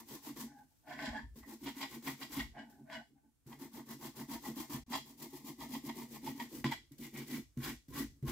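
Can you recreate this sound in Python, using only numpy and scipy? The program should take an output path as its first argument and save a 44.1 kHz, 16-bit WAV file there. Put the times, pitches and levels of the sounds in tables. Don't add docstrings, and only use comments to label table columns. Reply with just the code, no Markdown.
import sys
import numpy as np
from scipy import signal
from scipy.fft import irfft
from scipy.io import wavfile
from scipy.ndimage import uniform_filter1d

SR = 44100
rng = np.random.default_rng(int(sys.argv[2]) if len(sys.argv) > 2 else 0)


def int16_out(signal):
    q = np.round(np.clip(np.atleast_2d(signal).T, -1, 1) * 32767)
    wavfile.write(sys.argv[1], SR, q.astype(np.int16))


def elevation(decibels):
    levels = np.asarray(decibels, float)
    return 10 ** (levels / 20)


N = 366471
T = np.arange(N) / SR
SIZE, LEAD = 16384, 256
HZ = np.fft.rfftfreq(SIZE, 1 / SR)

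# (frequency [Hz], width [Hz], level [dB])
TOP_MODES = [(140.9, 25.8, -6.5), (233, 22.2, 2), (272, 37.5, 0.5), (336.2, 42.4, -1.5), (365.7, 74, -11.5),
             (418.4, 39, -16), (474.5, 36, -19)]
# (frequency [Hz], width [Hz], level [dB])
CLACK_MODES = [(1840, 490, -2.5), (875, 49, 5.5), (1120, 81, 0), (1940, 130, 4.5), (3600, 100, -15.5),
               (5130, 980, -30), (1460, 490, -14)]
# (frequency [Hz], density [dB per Hz])
WIRE_SPECTRUM = [(710, -21), (1200, -22), (1370, -5.5), (1660, -5.5), (1990, -14), (2670, -9), (4820, -5),
                 (7750, -5.5), (8730, -9.5), (14700, -1), (15800, -7.5)]


def evened(x):
    return x / np.sqrt(np.mean(x ** 2) + 1e-20)


def drift(span_s):
    span = max(round(span_s * SR), 2)
    once = uniform_filter1d(rng.standard_normal(N), span)
    return evened(uniform_filter1d(once, span))


def read(points, hz):
    f, value = np.transpose(points)
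    return np.interp(np.log(hz + 1), np.log(f + 1), value)


def body(modes, order=2):
    total = 0
    for f, width, db in modes:
        damping = 1j * width * HZ
        total = total + elevation(db) * (damping / (f ** 2 - HZ ** 2 + damping)) ** order
    return total


def mean_gain(response):
    return np.sqrt(np.mean(abs(response) ** 2))


def unit(response):
    return response / mean_gain(response)


def through(x, response):
    taps = np.roll(irfft(response), LEAD)
    return signal.oaconvolve(np.atleast_2d(x), taps[None], axes=1)[:, LEAD:LEAD + N]


def friction(per_s, spread_db, judder_db, judder_s, same, level_db):
    slips = rng.standard_normal((2, N))
    chance = rng.random((2, N)) * SR / per_s
    slips *= (chance < 1) * np.maximum(chance, 0.005) ** (-spread_db / 9.4)
    judder = elevation(judder_db * drift(judder_s))
    force = judder / np.sqrt(np.mean(judder ** 2))
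    a, b = evened(slips) * force * elevation(level_db)
    turn = np.arccos(same) / 2
    return np.array([np.cos(turn) * a + np.sin(turn) * b, np.cos(turn) * a - np.sin(turn) * b])


def blows(rows, share_db, soft_s):
    x, rows = np.zeros(N), np.array(rows)
    x[(rows[:, 0] * SR).astype(int)] = elevation(rows[:, 1] + share_db)
    push = np.hanning(max(round(soft_s * SR), 1) + 2)
    return np.convolve(x, push / push.sum())[:N]


def struck(x, modes):
    response = body(modes, order=1)
    return through(x, response / abs(irfft(response)).max())


def sliding():
    # (start [s], end [s])
    turns = [
        (.47, 1.2),
        (2.52, 3.45),
    ]
    lifted = sum((T > start) * (T < end) * 0.98 for start, end in turns)
    return uniform_filter1d(lifted, size=1500)


def swells(rows, db, lag_s=0, stretch=1, hurry=1, square=2):
    flank_db = 43
    t = T[::64, None]
    away = (t - rows[:, 0] - lag_s) / (rows[:, 1] * stretch)
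    away = np.where(away > 0, away * hurry, -away)
    loss_db = flank_db * ((1 + away ** square) ** (1 / square) - 1)
    power = (elevation(db - loss_db) ** 2).sum(1)
    return np.interp(T, t[:, 0], power)


def effort(layer):
    # (middle [s], half length [s], wire hiss [dB], shaft ring [dB],
    # table top [dB])
    strokes = [(-0.03, 0.056, -54.5, -51, -43.5), (0.127, 0.067, -53.5, -55.5, -47.5),
               (0.271, 0.062, -54.5, -53, -49), (0.407, 0.054, -51.5, -55, -47), (1.386, 0.041, -65, -70, -56),
               (1.509, 0.061, -60, -59, -45.5), (1.664, 0.073, -58.5, -57.5, -46),
               (1.807, 0.075, -56.5, -51.5, -49.5), (1.937, 0.06, -57, -56.5, -49),
               (2.086, 0.067, -52, -49, -46.5), (2.221, 0.06, -59, -56, -51), (2.37, 0.091, -54, -49, -48.5),
               (3.516, 0.055, -66.5, -59.5, -54), (3.628, 0.058, -59, -57, -48.5),
            (3.769, 0.058, -57.5, -54.5, -48), (3.911, 0.059, -57, -55.5, -44.5),
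            (4.046, 0.064, -54, -51.5, -44), (4.194, 0.059, -56.5, -53, -46),
            (4.328, 0.052, -53, -47.5, -42), (4.467, 0.061, -53.5, -53, -43), (4.6, 0.063, -54, -50.5, -51),
            (4.737, 0.056, -51, -49, -41.5),
               (4.948, 0.061, -51.5, -44, -41), (5.091, 0.07, -64.5, -65, -54.5),
             (5.226, 0.058, -56.5, -55, -45), (5.354, 0.077, -61.5, -59.5, -62),
             (5.48, 0.054, -56.5, -53, -46), (5.626, 0.058, -57, -53, -44),
             (5.738, 0.072, -55, -53.5, -45.5), (5.873, 0.057, -56, -53, -43.5),
             (5.998, 0.076, -56.5, -54, -45.5), (6.135, 0.062, -58.5, -60, -45),
             (6.274, 0.065, -56, -51.5, -40.5), (6.405, 0.081, -60, -58.5, -48.5),
             (6.557, 0.073, -56.5, -59.5, -44),
               (7.041, 0.057, -57.5, -56, -45), (7.186, 0.073, -58, -51.5, -42),
            (7.333, 0.081, -52.5, -50.5, -41.5), (7.667, 0.078, -50.5, -47, -43),
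            (7.986, 0.066, -50, -47, -40.5), (8.292, 0.042, -52.5, -48.5, -42)]
    slides = [(0.495, 0.074, -99, -65, -58.5), (0.588, 0.084, -78, -69.5, -59),
              (0.913, 0.065, -69.5, -47, -51), (1.036, 0.1, -69, -43, -45), (1.156, 0.074, -76, -48, -45.5),
              (2.588, 0.063, -99, -51, -51.5), (2.7, 0.14, -85, -70.5, -58.5),
              (2.812, 0.045, -88, -84, -54), (0.777, 0.26, -84, -99, -99), (2.94, 0.077, -73.5, -47, -50),
              (3.114, 0.064, -99, -94.5, -63.5), (3.175, 0.025, -99, -75.5, -81),
              (3.25, 0.046, -99, -82, -66), (6.725, 0.022, -53.5, -41.5, -58)]
    # (middle [s], half length [s], shaft ring [dB], table top [dB])
    bites = np.array([(0.29, 0.022, -54.5, -47), (0.44, 0.015, -76, -48), (1.087, 0.016, -45.5, -56),
                      (1.435, 0.0097, -59, -72), (1.678, 0.035, -44, -62), (1.832, 0.034, -43, -71),
                      (1.965, 0.015, -72, -49), (2.076, 0.017, -44, -41), (2.228, 0.016, -46, -48),
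                      (2.376, 0.032, -76, -38), (2.402, 0.014, -38, -61), (3.528, 0.011, -53.5, -63),
                      (3.61, 0.0074, -66, -52), (4.756, 0.0092, -63, -55), (4.943, 0.028, -35.5, -54),
                      (5.339, 0.019, -73, -43.5), (5.747, 0.035, -47.5, -42), (5.896, 0.011, -42.5, -61),
                      (6.155, 0.037, -51.5, -66), (6.274, 0.013, -48, -57), (6.406, 0.023, -58, -48),
                      (6.656, 0.016, -39.5, -54), (7.38, 0.0082, -70, -48), (7.584, 0.01, -71, -41),
                      (8.02, 0.013, -58, -40.5), (8.241, 0.014, -75, -46)])
    # (time [s], t60 [s], hiss [dB], ring [dB], table top [dB])
    landings = [
        (3.465, 0.75, -71.5, -74, -52.5),
        (6.643, 0.3, -59, -40.5, -34.5),
        (6.919, 0.19, -67.5, -69.5, -53.5),
        (7.573, 0.1, -64, -64, -38),
        (7.882, 0.93, -70.5, -81, -51),
        (8.227, 0.12, -73, -72, -36),
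    ]
    grabs = [(0.361, 0.25, -66, -52, -46), (0.991, 0.15, -74, -54, -54), (1.357, 0.15, -69, -67.5, -46.5),
             (1.428, 0.09, -76, -60, -72), (2.024, .25, -65, -77, -51), (2.213, 0.18, -76, -48, -61),
             (2.318, 0.3, -50.5, -68, -46.5), (2.698, 0.31, -72, -70, -70), (4.295, 0.27, -57.5, -63, -44),
             (4.448, 0.13, -61, -53, -54), (4.568, 0.18, -53, -52, -38.5), (4.701, 0.31, -68, -51.5, -46),
             (5.334, 0.48, -62, -61, -48.5), (5.605, .3, -72, -50.5, -55), (5.72, 0.25, -69, -51, -58),
             (6.263, 0.16, -68, -45, -55), (6.398, 0.23, -73, -46.5, -50), (6.982, 0.4, -65.5, -78, -44),
             (7.14, 0.27, -56.5, -74, -44)]
    lag_s = (0, 0.004, 0.0006)[layer]
    stretch = (0.85, 0.87, 0.94)[layer]
    hurry = (0.98, 0.95, 1)[layer]
    square = (2.32, 2.195, 2.4)[layer]
    rows = np.vstack([strokes, slides])
    power = swells(rows, rows[:, 2 + layer], lag_s, stretch, hurry, square)
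    if layer:
        power = power + swells(bites, bites[:, 1 + layer])
    for s, t60, *db in landings + grabs:
        at = round(s * SR)
        decay_db = 60 * T[:min(SR, N - at)] / t60
        power[at:][:SR] += elevation(db[layer] - decay_db) ** 2
    return 10 * np.log10(power + 1e-13)


def air():
    # (frequency [Hz], density [dB per Hz])
    room = [(18, -47), (30, -3), (145, -1), (203, -18.5), (271, 0), (326, -11), (500, -20), (795, -21.5),
            (3830, -27), (4980, -25.5), (7780, -22.5), (15800, -26)]
    a, b = rng.standard_normal((2, N))
    ports = np.array([a, 0.09 * a + 1.1 * b])
    level_db = -74 - 4 * (T > 3.1) * (T < 4)
    return elevation(level_db) * evened(through(ports, elevation(read(room, HZ))))


def wires():
    drive = friction(20000, 0.78, 2.15, 0.007, 0.029, effort(layer=0) + 5.14)
    return through(drive, unit(elevation(read(WIRE_SPECTRUM, HZ)))) * elevation([[1.2], [-1.2]])


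def shaft():
    # (frequency [Hz], width [Hz], level [dB]), brush near the hand
    near_modes = [(660, 53, -4.5), (792, 24, -9.5), (876.6, 134, -2), (935.5, 93, -0.5),
                  (1023.5, 175, -1.5), (1155, 59, -21.5), (1530, 400, -14), (1757, 100, -9),
                  (1957, 100, -5.5), (2130, 85, -6), (2310, 230, -15)]
    far_modes = [(1080, 170, -1.5), (1600, 850, -3), (1930, 87, 3.5), (2183, 280, 0.5), (2776, 470, -5),
                 (3430, 380, -7)]
    tip_modes = [(654, 38, -2.5), (720, 127, -1.5), (826, 96, 0), (1737, 120, -1.5), (974, 140, -6),
                 (1526, 99, 3.5), (1942, 110, -4), (2090, 295, -7.5)]
    grit_modes = [(2890, 300, 1), (3277, 440, 5.5), (4040, 280, -2.5), (4530, 1640, -1), (6920, 990, -7)]
    # (time [s], reach [0-1])
    reach_points = [(0, 0.4), (1.3, 0), (1.65, 0.74), (2.5, 0.86), (3.4, 0), (4.8, 0), (5.1, 0.35),
                    (6.6, 0.85), (6.9, 0.94), (7.5, 0.96), (7.9, 0.88), (8.31, 0.88)]
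    # (time [s], peak [dB])
    catches = [(0.859, -64), (0.991, -24.5), (1.358, -58), (1.432, -44), (2.025, -53), (2.213, -32.5),
               (2.9, -31), (4.296, -39), (4.566, -45), (4.703, -49), (4.923, -27), (6.266, -34), (6.4, -24),
               (6.72, -25.5), (6.985, -67), (7.139, -60.5)]
    ring_db, tip = effort(layer=1) + 0.27, sliding()
    reach = np.interp(T, *np.transpose(reach_points))
    drive = friction(7000, 1.6, 1.6, 0.006, 0.7, ring_db - 0.4)

    slid, whole = drive * np.sqrt(tip), mean_gain(body(tip_modes))
    middle_db = -0.2 * (ring_db + 50) + 4.3 * drift(0.05)
    out = through(slid * elevation(middle_db), body(tip_modes[1:3]) / whole)
    outer_db = 0.37 * (ring_db + 47.5) + 0.92 * drift(0.063)
    outer = tip_modes[:1] + tip_modes[4:5] + tip_modes[6:]
    out += through(slid * elevation(outer_db), body(outer) / whole)
    out += through(slid * elevation(0.25 * (ring_db + 49)), body(tip_modes[3:4]) / whole)
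    out += through(slid * elevation(-0.05 * (ring_db + 47) - 3.5), body(tip_modes[5:6]) / whole)

    brushed, whole = drive * np.sqrt(1 - tip), mean_gain(body(far_modes))
    for modes, power in ((far_modes[:2], 4), (far_modes[2:4], 2), (far_modes[4:], 2)):
        level_db = 1.2 * drift(0.072) - 1 + (power > 2) * 4.5 * (T > 7.5)
        out += through(brushed * reach ** power * elevation(level_db), body(modes) / whole)

    near, whole = brushed * np.sqrt(1 - reach ** 4), mean_gain(body(near_modes))
    for k in range(3):
        out += through(near * elevation(1.4 * drift(0.035) - 0.3), body(near_modes[k::3]) / whole)

    grit_db = ring_db - 8 + (0.48 + 0.5 * tip) * (np.minimum(ring_db, -45) + 51.5) - 5.8 * tip
    grit = friction(3500, 1.3, 2.6, 0.012, 0.03, grit_db)
    return out + through(grit, unit(body(grit_modes))) + struck(blows(catches, -2, 0.0003), CLACK_MODES)


def table():
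    # (frequency [Hz], width [Hz], level [dB])
    thud_modes = [(60.1, 33, 1), (52.7, 16, -6), (81.5, 34, -6)]
    # (time [s], level [dB])
    lean = [(0, -0.5), (1.35, -1), (1.45, -8), (2.0, 0), (3.5, 1.5), (5.2, 1), (6.6, 1), (6.7, 1),
            (8.31, 4)]
    drive = friction(3000, 1.6, 2.2, 0.012, 0.96, effort(layer=2) - 1.5)
    whole = mean_gain(body(TOP_MODES))
    upper_db = -9 * sliding() + 1.7 * drift(0.041) - 2.5
    top = through(drive * elevation(upper_db), body(TOP_MODES[3:]) / whole)
    sway = elevation(2 * drift(0.043))
    top += through(drive * sway, body(TOP_MODES[1:2]) / whole)
    top += through(drive / sway, body(TOP_MODES[2:3]) / whole)
    deepest = body(TOP_MODES[:1])
    deep = elevation(-2) / whole + elevation(2.5 * drift(0.016) - 23) / mean_gain(deepest)
    leaned = drive * deep * elevation(np.interp(T, *np.transpose(lean)))
    top -= through(leaned, deepest)
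    thud = through(friction(800, 0.5, 0.98, 0.017, 0.86, hands() + 0.21), unit(body(thud_modes)))
    return top + thud + thumps()


def hands():
    # (middle [s], half length [s], thud [dB])
    shoves = np.array([(1.12, 0.06, -46.5), (1.27, 0.092, -51), (1.419, 0.049, -61.5), (2.433, 0.12, -51),
                       (4.327, 0.095, -63), (4.79, 0.093, -56), (6.29, 0.05, -66), (6.69, 0.2, -60.5),
                       (7.41, 0.13, -61.5), (7.645, 0.061, -53), (7.74, 0.054, -55), (7.923, 0.051, -54.5),
                       (8.05, 0.13, -54.5), (8.28, 0.049, -49)])
    rest_db, rock_db, rock_share = -86, -71.5, 0.89
    rocked = elevation(rock_db + rock_share * (effort(layer=2) + 47.5)) ** 2
    shoved = swells(shoves, shoves[:, 2])
    return 10 * np.log10(elevation(rest_db) ** 2 + uniform_filter1d(rocked, size=3000) + shoved)


def echo(x):
    # (frequency [Hz], t60 [s])
    decay = [(150, 0.22), (700, 0.041), (2000, 0.23), (6000, 0.34), (14000, 0.17)]
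    hz, t, z = signal.stft(rng.standard_normal((3, 2, SR // 4)), SR, nperseg=256)
    tails = signal.istft(z * elevation(-60 * t / read(decay, hz)[:, None]), SR, nperseg=256)[1]
    tails[..., :130] = 0
    out = 0
    for k, tail in enumerate(tails):
        turn = np.sqrt(2 / 3) * np.cos(2 * np.pi * (2.3 * T + k / 3))
        out = out + signal.oaconvolve(x * turn, tail / np.linalg.norm(tail[0]), axes=1)[:, :N]
    return out


def thumps():
    # (time [s], peak [dB], pitch [Hz])
    jolts = [(0.272, -40, 276), (0.303, -36, 282), (0.367, -46, 295), (0.438, -35.5, 239),
             (1.079, -33, 232), (1.62, -41.5, 285), (1.77, -38, 272), (2.071, -35, 269),
             (2.302, -45.5, 295), (2.375, -29, 272), (3.464, -53, 238), (3.618, -37.5, 272),
             (3.741, -41, 233), (3.873, -49, 265), (3.912, -41, 230), (4.208, -36, 231), (4.291, -36, 272),
             (4.452, -43, 270), (4.487, -32.5, 232), (4.571, -31, 279), (4.602, -34.5, 320),
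             (4.704, -34.5, 278), (4.744, -32.5, 255.5), (4.884, -43, 246), (4.909, -34.5, 245),
             (4.957, -35, 271), (5.335, -39, 359), (5.448, -39, 274), (5.591, -44, 274), (5.7, -36, 255),
             (5.735, -36.5, 238), (5.843, -34, 284), (5.967, -40, 369), (6.235, -37, 272),
             (6.354, -37, 272), (6.418, -35, 238), (6.647, -25, 235), (6.915, -46.5, 286),
             (6.999, -42, 245), (7.142, -42.5, 225), (7.319, -37, 275), (7.346, -29, 245.5),
             (7.396, -34, 228.3), (7.575, -29, 238), (7.685, -36, 226), (7.887, -47, 264),
             (8.009, -31, 257), (8.031, -31, 280)]
    deep_jolts = [(2.37, -44, 135), (4.744, -35, 145.7), (6.65, -29, 137), (6.664, -31.5, 136),
                  (7.578, -31, 135), (7.594, -34, 135), (7.701, -39, 130.6), (8.232, -36, 139),
                  (8.246, -34, 136)]
    rise_s, t60_s = 0.00481, 0.12
    out, t = np.zeros(N + SR), np.arange(SR // 5) / SR
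    shape = (1 - np.exp(-t / rise_s)) * elevation(0.9 - 60 * t / t60_s)
    for s, db, hz in jolts + deep_jolts:
        at = round((s - rise_s) * SR)
        out[at:at + len(t)] += elevation(db) * shape * np.sin(2 * np.pi * hz * t)
    return out[:N]


def damped(x):
    # (time [s], grip [0-1])
    grip_points = [(0, 0.25), (1.4, 0), (1.7, 0.12), (2.5, 0.06), (3.4, 0), (4.9, 0.2), (5.4, 0.97),
                   (6.5, 0.5), (6.7, .2), (7.1, 0.63), (7.5, 0.28), (7.9, 0), (8.31, 0)]
    gripped, node = [(1470, 690, 0.015)], [(1300, 240, 0.0077)]  # Hz, width Hz, dB
    slide = sliding()
    grip = np.interp(T, *np.transpose(grip_points)) * (1 - slide)
    x = x - through(x * grip, body(gripped, order=1))
    return x - through(x * 0.88 * slide, body(node, order=1))


def sings():
    # (middle [s], half length [s], pitch [Hz], glide [Hz per s], level [dB])
    drag_sings = [(.5, .05, 832, 0, -67), (.59, 0.056, 828, 0, -59), (0.578, 0.051, 1634, -500, -74),
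                  (0.929, 0.064, 639, -12, -54.5), (1.058, 0.036, 634, 0, -52),
                  (1.17, 0.037, 864, 500, -50.5), (1.25, .04, 920, 500, -72), (1.18, 0.045, 1747, 600, -44),
                  (1.274, 0.067, 1780, 0, -75), (1.087, 0.033, 1955, 0, -49), (1.453, .04, 1936, 0, -60),
                  (1.523, 0.041, 1980, 0, -73), (2.087, 0.016, 2010, 0, -48), (2.36, .03, 1070, 0, -51),
                  (2.409, 0.016, 1930, 0, -39.5), (2.592, 0.033, 1604, 0, -59),
                  (2.598, 0.027, 2950, 0, -62.5), (2.68, .1, 864, 0, -69), (2.754, 0.036, 1700, 5, -77),
                  (2.932, 0.12, 650, 0, -52), (2.963, 0.045, 1497, 0, -55), (2.956, 0.024, 2940, 0, -53.5),
                  (2.968, 0.018, 2050, 0, -56), (3.185, 0.027, 800, -2, -72.5), (3.26, 0.05, 855, 299, -79),
                  (5.766, 0.014, 1020, 0, -64), (5.998, 0.024, 907, 0, -55), (6.276, 0.011, 886, 0, -39.5),
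                  (6.414, 0.021, 1900, 0, -48), (6.407, .02, 950, 0, -47), (7.053, 0.015, 2080, 0, -60),
                  (7.2, .015, 2270, 0, -55), (7.333, .06, 2030, 0, -58), (7.645, 0.057, 1067, 0, -58.5),
                  (7.681, 0.07, 1940, 0, -57), (7.969, 0.072, 1103, 1502, -54),
                  (8.0, 0.057, 1940, 0, -54.5), (8.286, .03, 1057, 0, -51.5)]
    knock_sings = [(6.662, 0.02, 1013, 0, -47.5), (6.722, 0.0087, 930, 0.0056, -36),
                   (6.722, .01, 2000, 0, -43), (6.725, 0.011, 3320, 0.003, -45.5)]
    width, flank_db = 0.052, 14
    count = 9000
    t = (np.arange(count) - count // 2) / SR
    out = np.zeros((2, N + SR))
    for s, half, hz, glide, db in drag_sings + knock_sings:
        noise, at = rng.standard_normal((3, count)), round(s * SR) - count // 2
        turn = np.exp(2j * np.pi * (hz * t + glide * t ** 2 / 2))
        r = np.exp(-np.pi * width * hz / SR)
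        ports = noise[0] + 0.84 * noise[1:]
        slow = signal.lfilter([1], np.convolve([1, -r], [1, -r]), ports / turn)
        level = elevation(db - flank_db * (t / half) ** 2)
        out[:, at:at + count] += level * evened((turn * slow).real) * np.hanning(count)
    return out[:, :N]


def knocks():
    # (time [s], peak [dB], table top share [dB], wire tick share [dB])
    hits = np.array([
        (3.463, -59, 20, -7),
        (6.643, -15, -21, -17),
        (6.915, -61, 19, -12),
        (7.575, -48.5, 16.5, 3),
        (7.885, -57, 18, 1),
        (8.226, -51, 25, -2),
    ])
    steel = struck(blows(hits + [0.0008, 0, 0, 0], -1, 0.0003), CLACK_MODES)
    push = blows(hits, hits[:, 2] - 2.5, 0.0045)
    wood = struck(push, TOP_MODES) + elevation(-3) * struck(push, TOP_MODES[:1])
    click = blows(hits, hits[:, 3] + 3.3, 0.00002)
    tick = through(click, unit(elevation(read(WIRE_SPECTRUM, HZ))))
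    return steel + wood + tick


def scene():
    bright = damped(wires() + shaft()) + sings()
    hits = knocks()
    reflected = echo(elevation(-5.5) * (bright + hits))
    return bright + hits + table() + reflected + air()


def top_cut(x):
    return signal.sosfilt(signal.butter(12, 15830, fs=SR, output="sos"), x)


def record(dry):
    # (out [s], in [s])
    cuts = [
        (4.834, 4.866),
        (6.634, 6.641),
    ]
    gain = np.ones(N)
    for a, b in cuts:
        gain *= np.interp(T, [a, a + 0.0046, b - 0.004, b], [0.95, 0.034, 0.04, 0.94])
    edge_hz, slope_hz = 15790, 30
    limit = 1 / (1 + np.exp(np.clip((HZ - edge_hz) / slope_hz, -50, 50)))
    return top_cut(through(dry * gain, limit))


dry = scene()
out = record(dry)
int16_out(out)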